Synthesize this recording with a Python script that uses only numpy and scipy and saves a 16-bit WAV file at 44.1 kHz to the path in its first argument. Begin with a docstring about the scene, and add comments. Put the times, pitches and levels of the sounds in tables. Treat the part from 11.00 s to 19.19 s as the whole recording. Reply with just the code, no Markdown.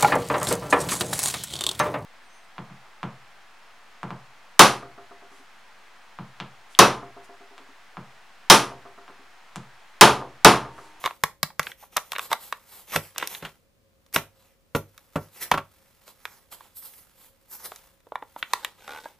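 """Handling and opening a yogurt cup

Two hands turn a full plastic cup close to the microphone in a small, quiet room. The foil lid
buckles in snaps and crinkles, fingers slide over it with stick-slip friction, and the cup drops
on a cloth-covered surface, exciting the modes of both. At the end the tab is bent up and the
seal peels open in a run of small pops that ring the air under the lid."""
import sys
import numpy as np
from scipy import signal
from scipy.fft import rfft, irfft
from scipy.io import wavfile

SR = 44100
rng = np.random.default_rng(int(sys.argv[2]) if len(sys.argv) > 2 else 0)


def wav_record(signal):
    """Record a signal, one row per channel, as 16-bit PCM in the file named by sys.argv[1]."""
    frames = np.transpose(np.atleast_2d(signal))
    bounded = np.clip(frames, -1, 1)
    # unit amplitude maps onto the largest positive 16-bit level
    quanta = np.round(bounded * 32767).astype(np.int16)
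    wavfile.write(sys.argv[1], SR, quanta)


N = 361179
TIME = np.arange(N) / SR
TOP_HZ = 15200  # upper limit of the microphone's band
PEEL_START_S = 7.8782

# Modes of the sealed cup. Each row: frequency in Hz, relative level in dB, t60 in seconds.
CUP_MODES = [(875, -10.5, 0.11), (935, -3, 0.096), (984, 1.5, 0.029), (1113, -2.5, 0.13), (1225, -8, 0.029),
             (1330, -17.5, 0.087), (1365, -0.5, .14), (2300, -18.5, .12), (2564, -21, 0.044),
             (3430, -26, 0.2)]
# Rustle of fingers shifting their grip. Each row: time in seconds, level in dB.
GRIP_LEVEL = [(0.13, -58), (0.37, -80), (1.6, -59), (2.5, -60.5), (2.75, -91.5), (3.08, -73), (3.65, -78),
              (3.95, -64), (5, -64), (5.45, -67), (6.07, -63), (6.38, -70.5), (6.82, -56), (7.03, -73),
              (7.45, -60), (7.77, -73), (8.08, -61), (8.2, -74)]


def snaps(buckles, crumple_s=0.0025, crack_s=0.0026, cup_db=-14, lid_db=-5):
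    """Snap-through buckling: a jerk and a few ms of slips ring the foil's panel, its crease and the cup."""
    # Spectrum of the sharp crack. Each row: frequency in Hz, relative level in dB.
    crack_spectrum = [(1500, -20.5), (3500, -2), (5000, -2.5), (6200, -2), (7200, -6.5), (9500, -5.5),
                      (12000, -2.5), (15000, -9.5)]
    # Modes of the taut lid. Each row: frequency in Hz, relative level in dB, t60 in seconds.
    lid_modes = [(1590, 3, 0.02), (2247, -2, 0.038), (2550, -4.5, 0.019), (3445, 0, 0.02),
                 (4043, -7.5, .012)]
    # Broad resonances of the foil, shared by every snap. Each row: frequency in Hz, gain in dB.
    lid_response = [(200, 2), (370, -4.5), (620, 2), (780, 1.5), (1000, 1), (1400, -1), (1700, -0.5),
                    (1950, 0.5), (2280, -2.5), (3000, -2), (3600, 2), (4500, 0.5), (6500, 1.5),
                    (15000, -0.5)]
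    even_panel_hz, even_crease_hz = 1250, 2270  # the patch whose panel and crease ring equally loud
    lean_db_per_octave, crease_pitch_power = 30.5, 0.54
    out = np.zeros(N)
    t = np.arange(4096) / SR
    jerk = 1. * (t == 0)
    noise = rng.standard_normal((len(buckles), 2, len(t)))
    crumple = jerk + 0.2 * noise[:, 0] * np.exp(-t / crumple_s)
    crack = colour(jerk + 0.16 * noise[:, 1] * np.exp(-t / crack_s), crack_spectrum)
    body = band(crumple, 310, 610, order=2)
    panel_drive = band(crumple, 620, 1550)
    crease_drive = band(crumple, 1450, 4050, order=5)
    for k, (s, strength_db, panel_hz, body_db, crack_db) in enumerate(buckles):
        # A smaller patch rings higher and puts more of its energy into the crease.
        smallness = panel_hz / even_panel_hz
        crease_hz = even_crease_hz * smallness ** crease_pitch_power
        lean_db = lean_db_per_octave * np.log2(smallness)
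        panel_db = -10 * np.log10(1 + undb(lean_db) ** 2)
        crease_db = panel_db + lean_db
        parts = [(body[k], body_db),
                 (resonate(panel_drive[k], panel_hz, q=4), panel_db),
                 (resonate(crease_drive[k], crease_hz, q=2.1), crease_db),
                 (crack[k], crack_db),
                 (ring(lid_modes, t, detune=0.013), crease_db + lid_db),
                 (ring(CUP_MODES, t, detune=0.016), panel_db + cup_db)]
        add(out, s, undb(strength_db) * sum(unit(x, span_s=0.0043) * undb(db) for x, db in parts))
    return colour(out, lid_response)


def flurries(scatter_s=0.0008, scatter_db=2.5, scatter_octaves=0.13, body_db=-14.5, crack_db=-20.5, count=4):
    """Cascading instability: one buckle sets off its neighbours, giving rows of quick, uneven snaps."""
    # Each row: start in seconds, length in seconds, strength in dB, panel frequency in Hz.
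    cascades = [(0.04, 0.036, -24.5, 1083), (0.827, 0.011, -47.5, 930), (0.9639, 0.013, -22.5, 1126),
                (1.153, 0.01, -33.5, 1254), (1.3143, 0.0205, -24.5, 933), (1.929, 0.02, -32.5, 1046),
                (2.199, 0.044, -34.5, 1290)]
    rows = []
    for start, length, db, hz in cascades:
        times = np.linspace(start, start + length, count)
        for s, (late, loud, high) in zip(times, rng.standard_normal((count, 3))):
            rows.append((s + scatter_s * late, db + scatter_db * loud, hz * 2 ** (scatter_octaves * high),
                         body_db, crack_db + scatter_db * late))
    return rows


def ticks(over_grip_db=4, scatter_db=3, panel_hz=1150, scatter_octaves=0.2, count=14):
    """Small-scale buckling: rows of faint stray snaps, stronger while the grip shifts."""
    body_db, crack_db = -12, -1
    times = (np.arange(count) + rng.random(count)) / count * N / SR
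    strength_db = np.interp(times, *np.transpose(GRIP_LEVEL)) + over_grip_db
    return [(s, db + scatter_db * loud, panel_hz * 2 ** (scatter_octaves * high), body_db, crack_db)
            for s, db, (loud, high) in zip(times, strength_db, rng.standard_normal((count, 2)))]


def peel(first_gap_s=0.0145, gap_ratio=0.98, first_db=-37.5, fade_db_per_s=52, count=9):
    """Stick-slip peeling: rows of pops that quicken slightly and fade as the lid comes away."""
    panel_hz, body_db, crack_db = 1230, -8, -10.5
    gaps = first_gap_s * gap_ratio ** np.arange(count)
    return [(PEEL_START_S + s, first_db - fade_db_per_s * s, panel_hz, body_db, crack_db)
            for s in np.cumsum(gaps) - gaps]


def air_gap(pops, t60=0.065, overtone_ratio=1.75, overtone_db=-3):
    """Cavity resonance: once the lid lifts, each pop rings the air above the yogurt."""
    # The pitch rises as the gap widens.
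    # Each row: time in seconds, resonance in Hz, level in dB relative to the pop.
    cavity = [(7.87, 798, -2), (7.96, 872, 1.5), (8.06, 922, -2)]
    out = np.zeros(N)
    t = np.arange(SR // 10) / SR
    times, gap_hz, gap_db = np.transpose(cavity)
    for s, strength_db, *_ in pops:
        if s >= PEEL_START_S:
            hz = np.interp(s, times, gap_hz)
            air = ring([(hz, 0, t60), (overtone_ratio * hz, overtone_db, t60)], t, detune=0.0093)
            add(out, s, unit(air, span_s=0.0085) * undb(strength_db + np.interp(s, times, gap_db)))
    return out


def tearing(threads_per_s=450, spread_db=5.0):
    """Adhesive fracture: glue threads part at random, sending a fine crackle into lid and cup."""
    # Pull on the parting seal. Each row: time in seconds, crackle level in dB.
    pull = [(7.5, -77.5), (7.6, -58), (7.67, -48), (7.74, -89), (7.81, -59), (7.88, -49.5), (7.98, -54),
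            (8.09, -56.5), (8.16, -72)]
    # Resonances that the seal excites. Each row: frequency in Hz, Q, relative level in dB.
    resonances = [(517, 2.8, -6), (850, 9, 3.5), (1500, 12, -0.5), (2600, 5.1, -25), (3570, 6.7, -7.5)]
    breaks = rng.random(N) < threads_per_s / SR
    impulses = breaks * rng.choice([-1, 1], N) * undb(spread_db * rng.standard_normal(N))
    crackle = sum(undb(db) * resonate(impulses, hz, q) for hz, q, db in resonances)
    times, level_db = np.transpose(pull)
    return unit(crackle) * undb(np.interp(TIME, times, level_db)) * (TIME > times[0])


def jolts(push_s=0.0002):
    """Impulse excitation: the lid gives way under a thumb and jolts the cup with one soft, low pulse."""
    # Each row: time in seconds, level in dB.
    presses = [(0.237, -40.5), (0.434, -37.5), (.596, -41.5), (0.971, -54.5)]
    # Spectrum of the pulse. Each row: frequency in Hz, relative level in dB.
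    thump_spectrum = [(30, -20.5), (70, -15), (150, -0.5), (220, -5.5), (400, -23.5), (1000, -56)]
    out = np.zeros(N)
    push = np.exp(-np.arange(SR // 10) / SR / push_s)
    thump = unit(colour(push, thump_spectrum), span_s=0.038)
    for s, db in presses:
        add(out, s, thump * undb(db))
    return out


def knocks(settle_s=0.012, slap_s=0.0087, contact_s=0.00071, thud_roughness=0.82):
    """Impact excites modes: the base slaps down, the surface thuds, and the cup rings as it settles."""
    # The cup lands or topples. Each row: time in seconds, then thud, ring and slap levels in dB.
    landings = [(1.958, -27.5, -32.5, -28.5), (2.4243, -39.5, -46, -43), (2.4497, -47, -42.5, -37.5),
                (3.1593, -28, -28.5, -58), (3.7486, -21.5, -27, -30.5), (4.157, -24, -28.5, -38),
                (4.5135, -28, -23.5, -24.5), (4.539, -30, -25, -32), (4.5752, -36.5, -26, -35)]
    # Modes of the padded surface. 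Each row: frequency in Hz, relative level in dB, t60 in seconds.
    surface_modes = [(42.2, -16, 0.18), (82, -12.5, .25), (100.2, -8.5, 0.32), (147.9, -3, 0.18),
                     (169, -2.5, 0.12), (219, -0.5, 0.1), (270, -5, 0.07), (387, -4, 0.15),
                     (559.4, -3.5, 0.15), (625, -3.5, .1)]
    # Spectra of the contact noises. Each row: frequency in Hz, relative level in dB.
    thud_spectrum = [(30, -24), (65, -22), (140, -4.5), (300, -2), (560, -4), (800, -15), (2000, -36)]
    slap_spectrum = [(700, -13.5), (1600, 3), (3200, 0), (5000, -13), (8000, -19), (15000, -18)]
    out = np.zeros(N)
    t = np.arange(SR // 3) / SR
    contact = 1 - np.exp(-t / contact_s)
    settle = np.exp(-t / settle_s)
    for s, thud_db, ring_db, slap_db in landings:
        noise = rng.standard_normal((3, len(t))) * contact
        thud = unit(contact * ring(surface_modes, t, detune=0.01), 0.92)
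        thud += thud_roughness * unit(colour(noise[0] * settle, thud_spectrum), 1)
        cup = unit(ring(CUP_MODES, t, detune=0.005), 0.7)
        cup += unit(band(noise[1] * settle, 700, 1500), 0.87)
        slap = colour(noise[2] * np.exp(-t / slap_s), slap_spectrum)
        parts = [(thud, thud_db), (cup, ring_db), (slap, slap_db)]
        add(out, s, sum(unit(x, span_s=0.02) * undb(db) for x, db in parts))
    return out


def rubbing(grain_db=5, catch_db=3.5, hiss_grain_db=2, hiss_db=-4):
    """Stick-slip friction: sliding skin hisses while its ridges catch and slip on the hollow cup."""
    # Skin and cloth slide on cup and foil. Each row: middle in seconds, half length in seconds,
    # relative level in dB, brightness (sheen minus scrape) in dB.
    strokes = [(0.015, 0.06, -50, 0), (0.053, 0.013, -43, -11.5), (0.669, 0.037, -48.5, 0),
               (0.822, 0.03, -54.5, 3.5), (0.947, 0.022, -54.5, -1), (1.071, 0.03, -58, 4),
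               (1.135, 0.022, -52.5, -0.5), (1.236, 0.026, -42.5, 3), (1.324, 0.018, -40.5, -5),
               (1.448, 0.039, -48, 7), (1.76, 0.055, -51.5, 7), (1.901, 0.018, -45, -1),
               (1.95, 0.023, -32.5, 1), (2.049, 0.038, -52.5, 4), (2.219, 0.032, -44.5, -15),
               (2.329, 0.043, -43, 3.5), (2.454, 0.03, -54, -19.5), (3.146, 0.0055, -27.5, 8.5),
               (3.173, 0.01, -31.5, -9), (3.435, 0.071, -65, -3), (3.762, 0.0062, -34, 1),
               (4.221, 0.031, -56.5, 1.5), (4.377, 0.036, -51.5, 3.5), (4.428, 0.014, -33.5, 5.5),
               (4.447, 0.027, -54.5, -15.5), (5.088, 0.02, -51.5, -0.5), (5.308, 0.07, -57.5, 1.5),
               (5.533, 0.014, -43.5, 4.5), (5.625, 0.054, -59.5, -0.5), (5.78, 0.0174, -49, 21),
               (5.853, 0.0262, -48, 13), (5.952, 0.061, -57, 12.5), (6.231, 0.047, -57, 6),
               (6.537, 0.025, -45.5, 13.5), (6.616, 0.026, -50.5, 4.5), (6.654, 0.014, -39.5, 7.5),
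               (6.726, 0.049, -56, 3), (7.39, 0.011, -51, 3), (7.577, 0.086, -53, -7.5),
               (7.938, 0.12, -55.5, -5)]
    # Middle, high and highest friction bands. Each row: frequency in Hz, relative level in dB.
    scrape_spectrum = [(100, -20.5), (300, -8.5), (600, -9.5), (850, -4), (1050, -0.5), (1400, -4),
                       (1750, -4), (2250, -4.5), (3000, -9.5), (4000, -14.5), (6000, -25), (12000, -43)]
    hiss_spectrum = [(1500, -22.5), (3000, -2.5), (4500, 0.5), (5600, 1.5), (7200, 0.5), (8500, -0.5),
                     (10000, -13), (15000, -28.5)]
    sheen_spectrum = [(4000, -35.5), (7500, -15.5), (9200, -4), (10800, -1.5), (12400, 1), (13600, 1),
                      (15000, -5.5)]
    middle_s, half_s, level_db, bright_db = np.transpose(strokes)
    coarse_time = TIME[::32]
    swell = np.exp(-np.abs((coarse_time[:, None] - middle_s) / half_s) ** 2.36)
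    catch, slip = np.tanh(walk(130)), np.tanh(walk(1100))
    layers = [(scrape_spectrum, level_db - bright_db / 2, grain_db * slip + catch_db * catch),
              (hiss_spectrum, level_db + hiss_db, hiss_grain_db * (slip + catch)),
              (sheen_spectrum, level_db + bright_db / 2, hiss_grain_db * (slip + 0.5 * catch))]
    out = np.zeros(N)
    for spectrum, db, flutter_db in layers:
        friction = colour(rng.standard_normal(N) * undb(flutter_db), spectrum)
        envelope = np.sqrt(swell @ undb(db) ** 2)  # overlapping strokes add in power
        out += unit(friction) * np.interp(TIME, coarse_time, envelope)
    return out


def hand_reflection(x, depth=0.4, lag_s=0.0003, sway=0.35, rate_hz=7):
    """Comb filtering: a reflection off the moving hand interferes with the sound and shifts its colour."""
    lag = lag_s * np.exp(sway * walk(rate_hz))
    return (x + depth * np.interp(TIME - lag, TIME, x)) / np.hypot(1, depth)


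def holding(catch_db=4):
    """Frictional creep: fingertips inch along the cup wall with a faint, grainy rustle."""
    # Each row: frequency in Hz, relative level in dB.
    rustle_spectrum = [(200, -10.5), (1000, 4), (2300, 0), (5000, -4), (8000, -4.5), (12500, -1.5),
                       (15000, -2.5)]
    rustle = colour(rng.standard_normal(N) * undb(catch_db * walk(300)), rustle_spectrum)
    return unit(rustle) * undb(np.interp(TIME, *np.transpose(GRIP_LEVEL)))


def direct_sound(x, knots=14):
    """Phase difference: sound reaches both microphone ports equally loud, but out of step in the treble."""
    # Each row: frequency in Hz, largest phase shift at either port in dB relative to one radian.
    phase_limit = [(100, -24), (1000, -23.5), (2500, -13), (5000, -9), (10000, -4), (15000, -3)]
    hz = np.maximum(np.fft.rfftfreq(N, 1 / SR), 1)
    limit_hz, limit_db = np.transpose(phase_limit)
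    lead = np.interp(hz, np.linspace(0, TOP_HZ, knots), rng.choice([-1, 1], knots))
    phase = lead * undb(np.interp(np.log(hz), np.log(limit_hz), limit_db))
    return irfft(rfft(x) * np.exp(1j * np.array([phase, -phase])), N)


def room(x, long_db, short_db, long_decay_s=0.032, short_t60=0.14, first_echo_s=0.00067):
    """Reverberation: a brief diffuse echo with a longer and a shorter decay joins the direct sound."""
    # Colour of the echo. Each row: frequency in Hz, gain in dB.
    echo_spectrum = [(60, 7), (500, 4), (1200, -1.5), (2200, 0), (5000, -2), (12000, 0), (16000, -1)]
    # Width of the echo. Each row: frequency in Hz, side minus mid in dB.
    echo_width = [(30, 2), (70, -11.5), (150, -20), (600, -12.5), (1200, -12), (2500, -6.5), (5000, 1),
                  (10000, 1.5)]
    t = np.arange(SR // 2) / SR
    arrival = np.clip(t / first_echo_s - 1, 0, 1)
    longer = unit(arrival * np.exp(-t / long_decay_s), 1 / SR) * undb(long_db)
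    shorter = unit(arrival * np.exp(-np.log(1000) * t / short_t60), 1 / SR) * undb(short_db)
    envelope = np.hypot(longer, shorter)
    mid, side = (colour(rng.standard_normal(len(t)) * envelope, echo_spectrum) for _ in range(2))
    return direct_sound(x) + signal.fftconvolve(x[None], ports(mid, side, echo_width), axes=1)[:, :N]


def background(floor_db=-66.5, hum_hz=540, hum_width_hz=22, hum_db=-73.5):
    """Stationary noise: broadband room noise and microphone hiss, with a narrow band heard as a hum."""
    # Each row: frequency in Hz, relative level in dB.
    floor_spectrum = [(15, -23), (25, 1.5), (79, 1), (150, -5.5), (191, -4), (363, -11), (529, -8.5),
                      (573, -10), (879, -21), (1030, -15.5), (1500, -21), (8780, -27.5), (13500, -31.5),
                      (15000, -23.5)]
    # Each row: frequency in Hz, side minus mid in dB.
    floor_width = [(60, -4.5), (110, -4.5), (200, -2.5), (380, -2), (700, -4), (1290, -1.5), (2380, 1.5),
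                   (4400, -1), (8120, -4), (15000, -1)]
    mid, side = (unit(colour(rng.standard_normal(N), floor_spectrum)) for _ in range(2))
    hum = unit(band(rng.standard_normal(N), hum_hz - hum_width_hz / 2, hum_hz + hum_width_hz / 2))
    return undb(floor_db) * ports(mid, side, floor_width) + undb(hum_db) * hum


def ports(mid, side, width):
    """Sum and difference of mid and filtered side give left and right."""
    side = colour(side, width)
    return np.array([mid + side, mid - side])


def ring(modes, t, detune):
    """Superposition of damped modes; the grip retunes them slightly from blow to blow."""
    hz, db, t60 = np.transpose(modes)[:, :, None]
    hz = hz * (1 + detune * rng.standard_normal(hz.shape))
    sign = rng.choice([-1, 1], hz.shape)
    return np.sum(sign * undb(db) * np.sin(2 * np.pi * hz * t) * np.exp(-np.log(1000) * t / t60), axis=0)


def resonate(x, hz, q):
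    """Forced response of one damped resonator."""
    return signal.lfilter(*signal.iirpeak(hz, q, fs=SR), x)


def colour(x, points, size=16384):
    """Minimum-phase filter through (Hz, dB) points, built by folding the cepstrum."""
    hz, db = np.transpose(points)
    grid = np.maximum(np.fft.rfftfreq(size, 1 / SR), 1)
    cepstrum = irfft(np.log(undb(np.interp(np.log(grid), np.log(hz), db))))
    cepstrum[1:size // 2] *= 2
    cepstrum[size // 2 + 1:] = 0
    response = irfft(np.exp(rfft(cepstrum)))[:min(size // 2, x.shape[-1])]
    return signal.oaconvolve(x, np.array(response, ndmin=x.ndim), axes=-1)[..., :x.shape[-1]]


def band(x, low_hz, high_hz, order=3):
    """Band-pass filter along the last axis."""
    return signal.sosfilt(signal.butter(order, [low_hz, high_hz], "band", fs=SR, output="sos"), x)


def walk(rate_hz):
    """Interpolated noise: a random wander with a spread near 1."""
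    knots = rng.standard_normal(N // 20)
    return np.interp(TIME * rate_hz, np.arange(len(knots)), knots)


def undb(db):
    """Decibels to amplitude ratio."""
    return 10 ** (np.asarray(db) / 20)


def unit(x, span_s=N / SR):
    """Normalise to the energy of rms 1 held for span_s."""
    return x * np.sqrt(span_s * SR / (np.sum(x ** 2) + 1e-18))


def add(track, s, x):
    """Superpose x on the track at s seconds."""
    start = max(int(s * SR), 0)
    track[start:start + len(x)] += x[:max(N - start, 0)]


def scene():
    """Superposition: snaps, knocks and rubbing add in the room, placed by a level difference."""
    # Single snaps of the foil. Each row: time in seconds, strength in dB, panel frequency in Hz,
    # then cup body and crack levels in dB relative to the strength.
    single_snaps = [(0.0595, -17.5, 1180, -14, -13), (0.1085, -33, 1080, -20, -32.5),
                    (0.237, -14, 1140, -15.5, -4.5), (0.4305, -19, 1200, -17.5, 1.5),
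                    (0.503, -43.5, 996, -27, -26), (0.5951, -16, 1247, -16.5, -7.5),
                    (0.6303, -37.5, 1800, -32, -0.5), (0.6686, -27.5, 1450, -20, -28),
                    (0.7173, -38, 1590, -36, -14.5), (0.9685, -20, 1250, -31, 2),
                    (1.1197, -28.5, 1400, -17, -2), (1.132, -30, 1040, -29, -9),
                    (1.1832, -27.5, 1150, -12, -6.5), (1.1935, -24, 1200, -21, -13),
                    (1.3295, -17.5, 1190, -33, -7.5), (1.5253, -22.5, 1170, -18, -14),
                    (1.9612, -17.5, 1310, -6, -5.5), (2.161, -37, 1190, -12, -22),
                    (2.1816, -28, 1400, -20, 4), (2.2257, -24, 1100, -7, -19), (2.2739, -37, 1800, -24, 10),
                    (2.3493, -33.5, 1700, -30, -19), (3.064, -63.5, 1250, -13, 3.5),
                    (3.128, -49.5, 1400, -16, 3.5), (3.1615, -15, 1395, -6.5, -7),
                    (3.9784, -46, 1230, -24, -0.5), (4.5149, -12, 1030, -9, -14.5),
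                    (5.079, -47, 1080, -7, -2.5), (5.2538, -29, 1330, -17, -11),
                    (5.526, -43.5, 1150, -20, -6.5), (5.6072, -42.5, 1000, -28, -18),
                    (6.6572, -43, 1250, -14, 4), (6.7185, -37, 1050, -3, -13),
                    (6.7606, -50, 1250, -24, 7.5), (7.069, -51.5, 850, 6, -21),
                    (7.1204, -32, 842, -3.5, -38), (7.1556, -24, 1030, -22, -25.5),
                    (7.224, -33, 925, -6, -32.5), (7.362, -33, 876, -9.5, -32),
                    (7.427, -22, 1391, -21, -26), (7.5347, -15.5, 1060, -19, -6.5),
                    (7.6474, -24.5, 1450, -21, -5.5), (8.0567, -37, 840, -3, -24)]
    # Position of the hands. Each row: time in seconds, left minus right in dB.
    hand_position = [(0, -1), (2.2, -0.85), (4.6, -0.8), (5.3, -3), (5.8, -3), (6.3, -3), (6.7, -0.8),
                     (8.1, -1)]
    pops = single_snaps + peel()
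    foil = snaps(pops + flurries() + ticks()) + air_gap(pops) + tearing()
    hits = room(foil + jolts() + knocks(), long_db=-15.5, short_db=-21)
    rubs = room(undb(-1.75) * hand_reflection(rubbing()) + holding(), long_db=-8.5, short_db=-9)
    pan_db = np.interp(TIME, *np.transpose(hand_position))
    return (hits + rubs) * undb(np.array([pan_db, -pan_db]) / 2) + background()


def record(dry):
    """Saturation and band limiting: the signal is held within full scale and its top treble is cut."""
    low_pass = signal.ellip(10, 0.2, 70, TOP_HZ, fs=SR, output="sos")
    return signal.sosfilt(low_pass, np.clip(dry, -1, 1))


dry = scene()
out = record(dry)
wav_record(out)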